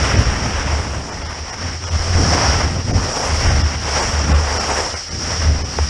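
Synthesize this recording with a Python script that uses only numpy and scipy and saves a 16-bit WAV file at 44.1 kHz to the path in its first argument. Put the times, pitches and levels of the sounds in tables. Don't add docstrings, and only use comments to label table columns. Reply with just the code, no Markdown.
import sys
import numpy as np
from scipy import signal
from scipy.fft import rfft, irfft, next_fast_len
from scipy.io import wavfile
from scipy.ndimage import uniform_filter1d

SR = 44100
rng = np.random.default_rng(int(sys.argv[2]) if len(sys.argv) > 2 else 0)


def generate_wav(sig):
    pcm = np.round(np.clip(np.atleast_2d(sig).T, -1, 1) * 32767).astype(np.int16)
    wavfile.write(sys.argv[1], SR, pcm)


def volts(x):
    e = np.asarray(x, float) / 20
    return 10 ** e


N = 259749
TIME = np.arange(N) / SR
MIDDLE_DB = -30


def columns(table):
    time_s, *values = np.transpose(table)
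    return [np.interp(TIME, time_s, value) for value in values]


def unit(x):
    return x / np.sqrt(np.mean(x ** 2))


def walk(rate_hz):
    hold = int(SR / rate_hz)
    steps = np.repeat(rng.standard_normal(N // hold + 1), hold)
    slewed = uniform_filter1d(uniform_filter1d(steps, hold), hold)
    return unit(slewed[:N])


def grains(rate_hz, spread_db, share):
    breaks, strength, side = rng.random((3, N))
    size_db = spread_db * np.minimum(-np.log(1 - strength), 3.5)
    size = volts(size_db) * np.sign(side - .5)
    clicks = unit(size * (breaks < rate_hz / SR))
    return np.sqrt(share) * clicks + np.sqrt(1 - share) * rng.standard_normal(N)


def coloured(x, colour, flicker_db, rate_hz, count=4):
    size = next_fast_len(N)
    octave = np.log2(np.arange(size // 2 + 1) * SR / size + 1e-3)
    hz, db = np.transpose(colour)
    colour_db = np.interp(octave, np.log2(hz), db, left=-120, right=-120)
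    spectrum = rfft(x, size) * volts(colour_db)
    centres = np.linspace(np.log2(hz[1]), np.log2(hz[-2]), count)
    total = np.zeros(N)
    for row in np.eye(count):
        part = irfft(spectrum * np.interp(octave, centres, row), size)[:N]
        total += part * volts(flicker_db * walk(rate_hz))
    return unit(total)


def dips(table):
    return sum(db * np.exp(-((TIME - s) / length_s) ** 2) for s, length_s, db in table)


def swells(peak_s, peak_db, sink_s, floor_db):
    coarse_s = TIME[::64]
    late_s = coarse_s - peak_s[:, None]
    away_s = np.where(late_s < 0, -late_s / .75, late_s)
    each = volts(peak_db[:, None] - 10 * away_s / sink_s[:, None])
    power = np.interp(TIME, coarse_s, np.sum(each ** 2, axis=0))
    return 10 * np.log10(power + volts(floor_db) ** 2)


# centre_s, length_s, loss_db
LIFTS = [
    (1.66, .06, -2.5),
    (1.785, .02, 6.5),
    (2.84, .035, 7.5),
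    (3.81, .023, 3),
    (4.3, .04, -1.5),
    (5.04, .06, 5),
    (5.385, .025, 5),
    (5.48, .04, -2.5),
]


def lifts_db():
    return dips(LIFTS)


# time_s, gust_db
WIND = [(.08, -22), (1.2, -34), (1.5, -39), (1.7, -32), (2.0, -33), (2.15, -24), (2.55, -22), (2.8, -24),
        (3.0, -20), (3.14, -35), (3.5, -25), (3.9, -33), (4.33, -26), (4.62, -36), (5.05, -42), (5.15, -29),
        (5.5, -27), (5.89, -33)]


def gust_db():
    float_share = 1.6
    return columns(WIND)[0] - float_share * lifts_db()


# peak_s, peak_db, sink_10db_s
THUMPS = [(.27, -22, .15), (.57, -25, .08), (1.15, -36, .15), (2.0, -25, .06), (2.17, -16, .07),
          (2.3, -29, .1), (2.58, -32, .2), (2.93, -25, .15), (3.3, -28, .08), (3.46, -17, .07),
          (3.58, -30, .05), (3.85, -36, .1), (4.05, -29, .15), (4.43, -30, .1), (4.74, -37, .06),
          (5.24, -32, .1), (5.48, -22, .06), (5.58, -23, .06), (5.81, -34, .08)]
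# pitch_hz, level_db
RUMBLE = [(12, -18), (22, -3.5), (35, -7), (48, 8), (62, -10), (100, -8.5), (140, -35)]
# pitch_hz, level_db
FLAP = [(60, -1), (100, 3), (160, -5.5), (250, -8), (400, -16), (800, -23)]


def wind():
    flap_db = gust_db()
    floor_db = -42 + .5 * (flap_db - MIDDLE_DB)
    rumble_db = swells(*np.transpose(THUMPS), floor_db)
    rumble = coloured(rng.standard_normal(N), RUMBLE, 1.1, 13, count=2)
    flap = coloured(grains(300, 2.96, 0.31), FLAP, 2.0, 20, count=3)
    gust = volts(1.7 * walk(18))
    return volts(rumble_db + 4.0) * rumble + volts(flap_db + 2.4) * gust * flap


# peak_s, peak_db, pitch_hz, sink_10db_s
JOLTS = [(.07, -15, 65, .05), (.18, -18, 65, .1), (.3, -17, 68, .03), (.57, -19, 71, .12),
         (.74, -20.5, 75, .15), (.97, -22, 70, .05), (1.27, -25, 78, .07), (1.42, -25, 78, .04),
         (1.66, -23, 87, .03), (1.76, -25, 82, .05), (1.95, -15.5, 79, .07), (2.1, -15.5, 86, .07),
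         (2.22, -10, 79, .12), (2.49, -11, 71, .02), (2.65, -18, 74, .04), (2.85, -22, 90, .04),
         (2.95, -24, 88, .12), (3.33, -13.5, 76, .05), (3.53, -12, 75, .08), (3.64, -8.5, 76, .035),
         (3.79, -16.5, 73, .04), (3.93, -19, 72, .06), (4.19, -14, 74, .09), (4.35, -8.5, 75, .09),
         (4.54, -18, 76, .04), (4.73, -23, 73, .1), (4.95, -23, 81, .025), (5.16, -26, 79, .1),
         (5.47, -9, 75, .08), (5.82, -11, 72, .04)]


def clamp():
    peak_s, peak_db, pitch_hz, sink_s = np.transpose(JOLTS)
    tremor_db = -33 + .8 * (gust_db() - MIDDLE_DB)
    level_db = swells(peak_s, peak_db, sink_s, tremor_db) + 2.0 * walk(30) - 1.3
    hz = np.interp(TIME, peak_s, pitch_hz) * (1 + 0.0347 * walk(35))
    phase = 2 * np.pi * np.cumsum(hz) / SR
    swing = np.sin(phase) + volts(-21.5) * np.sin(2 * phase + 0.59)
    return np.sqrt(2) * swing * volts(level_db)


# start_s, peak_db, pitch_hz (negative pushes inward first)
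KNOCKS = [(1.8395, -19, 1300), (1.8408, -16, 2600), (1.958, -17, 5397.5), (2.373, -7, 743),
          (2.38, -3.5, 1010), (2.883, -21, 633), (4.104, -18, 918), (4.72, -9, 648), (4.941, -13, 906),
          (5.7859, -10, 1900), (5.7872, -13, -520), (5.7883, -6, 950), (5.7886, -16, 2500),
          (5.7905, -15, 491), (5.7928, -14, 900)]


def knocks():
    out = np.zeros(N)
    t = np.arange(800) / SR
    for start_s, peak_db, hz in KNOCKS:
        i = int(start_s * SR)
        decay = np.exp(-t * abs(hz) / .9)
        attack = np.tanh(t / .00012)
        out[i:i + len(t)] += volts(peak_db + 2.5) * np.sin(2 * np.pi * hz * t) * decay * attack
    return out


# time_s, edge_load_db, spray_db, crust_db (hard snow is gritty, powder misty)
CARVE = [(0, -24.5, -24.5, 5.5), (.4, -29, -30.5, 4.5), (.68, -28.5, -30, 3.5), (.98, -33, -35.5, -.5),
         (1.85, -35.5, -31.5, 4), (2.33, -21.5, -20.5, -1.5), (2.55, -21, -23, 1.5), (2.78, -31.5, -33, 1),
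         (3.2, -24.5, -25.5, -3), (3.45, -25, -24.5, 2.5), (3.74, -32.5, -31.5, 5), (4.0, -21, -23, 0),
         (4.25, -28.5, -29, 1.5), (4.78, -20.5, -25, -2), (5.11, -40, -30, 5), (5.33, -27, -24.5, 2.5),
         (5.62, -36, -32, 2), (5.89, -38, -26, 4)]
# centre_s, length_s, loss_db
THIN_MIST = [
    (1.35, .4, 2.5),
    (2.4, .25, 4.5),
    (2.92, .1, 2.5),
    (4.35, .2, 2),
    (5.5, .14, 3.5),
]
# pitch_hz, level_db
SCRAPE = [(150, -7.5), (300, -5.5), (500, 0), (700, -0.5), (820, 0.5), (960, -2), (1200, -4.5),
          (1800, -18.5), (3000, -43)]
# pitch_hz, level_db
GRIT = [(700, -32), (1300, -4.5), (2000, -3), (2500, -7.5), (3000, -8.5), (3800, -18), (4400, -26.5),
        (6000, -42)]
# pitch_hz, level_db
CAVITY = [(1800, -37), (2600, -24), (3200, -19), (3800, -21), (4300, -15), (5000, -4.5), (5500, 0.5),
          (5700, 1), (6000, -8.5), (6400, -21), (7200, -36)]
# pitch_hz, level_db
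MIST = [(5500, -16.5), (6500, -1.5), (7500, -2), (9000, -9), (10500, -15), (11500, -21), (12900, -40.5),
        (13500, -70)]


def skis():
    scrape_db, hiss_db, crust_db = columns(CARVE)
    scrape_db = scrape_db - lifts_db()
    load_db, spray_db = scrape_db - MIDDLE_DB, hiss_db - MIDDLE_DB
    grit_db = -34 + .85 * load_db + .1 * spray_db + crust_db
    mist_db = -43.7 + .3 * load_db + .7 * spray_db - .25 * crust_db - dips(THIN_MIST)
    chatter_db = 0.88 * walk(30) + 1.4 * walk(70)

    crush = grains(1200, 4.2, .25)
    fine = grains(3000, 3.5, 0.2)
    scrape = coloured(crush, SCRAPE, 1.1, 28)
    grit = coloured(crush + .8 * fine, GRIT, 1.1, 32)
    hiss = coloured(fine, CAVITY, 1.1, 25.1, count=3)
    mist = coloured(fine, MIST, 0.96, 30)

    out = volts(scrape_db + chatter_db - 0.31) * scrape
    out += volts(grit_db + 0.72 * chatter_db - 0.6) * grit
    out += volts(hiss_db + 0.33 * chatter_db + 0.26) * hiss
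    out += volts(mist_db + .5 * chatter_db + 2.36) * mist
    return out


def scene():
    return (wind() + clamp() + knocks() + skis())[None]


# pitch_hz, step_db
STEP = [(0, -30), (7000, -14), (8200, -1), (9200, 7), (11200, 8), (14000, 7)]
# time_s, coarseness_db
STARVED = [(.174, 8), (1.113, 7), (1.241, 9), (1.284, 9), (1.518, 10), (1.86, 10), (1.902, 10), (2.926, 10),
           (3.481, 7), (3.502, 8), (3.63, 8), (4.014, 7), (4.334, 11), (4.59, 8), (4.718, 8), (4.953, 10),
           (5.102, 9), (5.636, 10)]


def camera(x):
    hop, start, lines_a_band = 941, 120, 7
    frames = N // hop + 2
    padded = np.concatenate([np.zeros(hop - start), x, np.zeros(3 * hop)])
    n, k = np.arange(2 * hop), np.arange(hop)
    window = np.sin(np.pi * (n + .5) / (2 * hop))
    basis = window * np.cos(np.pi / hop * np.outer(k + .5, n + .5 + hop / 2))
    lines = padded[hop * np.arange(frames)[:, None] + n] @ basis.T
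    hz = (k + .5) * SR / (2 * hop)

    power = uniform_filter1d(uniform_filter1d(lines ** 2, size=25), size=5, axis=0)
    local = np.sqrt(power + 1e-12)
    step = local * volts(np.interp(hz, *np.transpose(STEP)))
    cavity = local[:, np.searchsorted(hz, 5500), None]
    high = hz > 900
    for time_s, coarse_db in STARVED:
        m = round((time_s * SR - start) / hop)
        starved = volts(coarse_db - 1.5) * local[m] ** .7 * cavity[m] ** .3
        step[m, high] = starved[high]

    scatter = rng.standard_normal((frames, hop // lines_a_band + 1))
    scatter = np.repeat(scatter, lines_a_band, axis=1)[:, :hop]
    step = step * volts(4.5 * uniform_filter1d(scatter, size=3, axis=0))

    reach = walk(16)[np.minimum(hop * np.arange(frames), N - 1)]
    ceiling_hz = 11500 + 550 * abs(reach) ** 1.5
    lines = lines * (hz < ceiling_hz[:, None])
    rounded = np.sign(lines) * np.floor(abs(lines) / step + .4) * step
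    blocks = rounded @ basis * 2 / hop
    overlapped = blocks[:-1, hop:] + blocks[1:, :hop]
    return np.concatenate([blocks[0, :hop], overlapped.ravel()])[hop - start:][:N]


def band_limit(x):
    return signal.sosfilt(signal.butter(12, 13020, fs=SR, output="sos"), x)


def record(dry):
    mix = camera(dry[0])[None]
    return band_limit(mix)


dry = scene()
out = record(dry)
generate_wav(out)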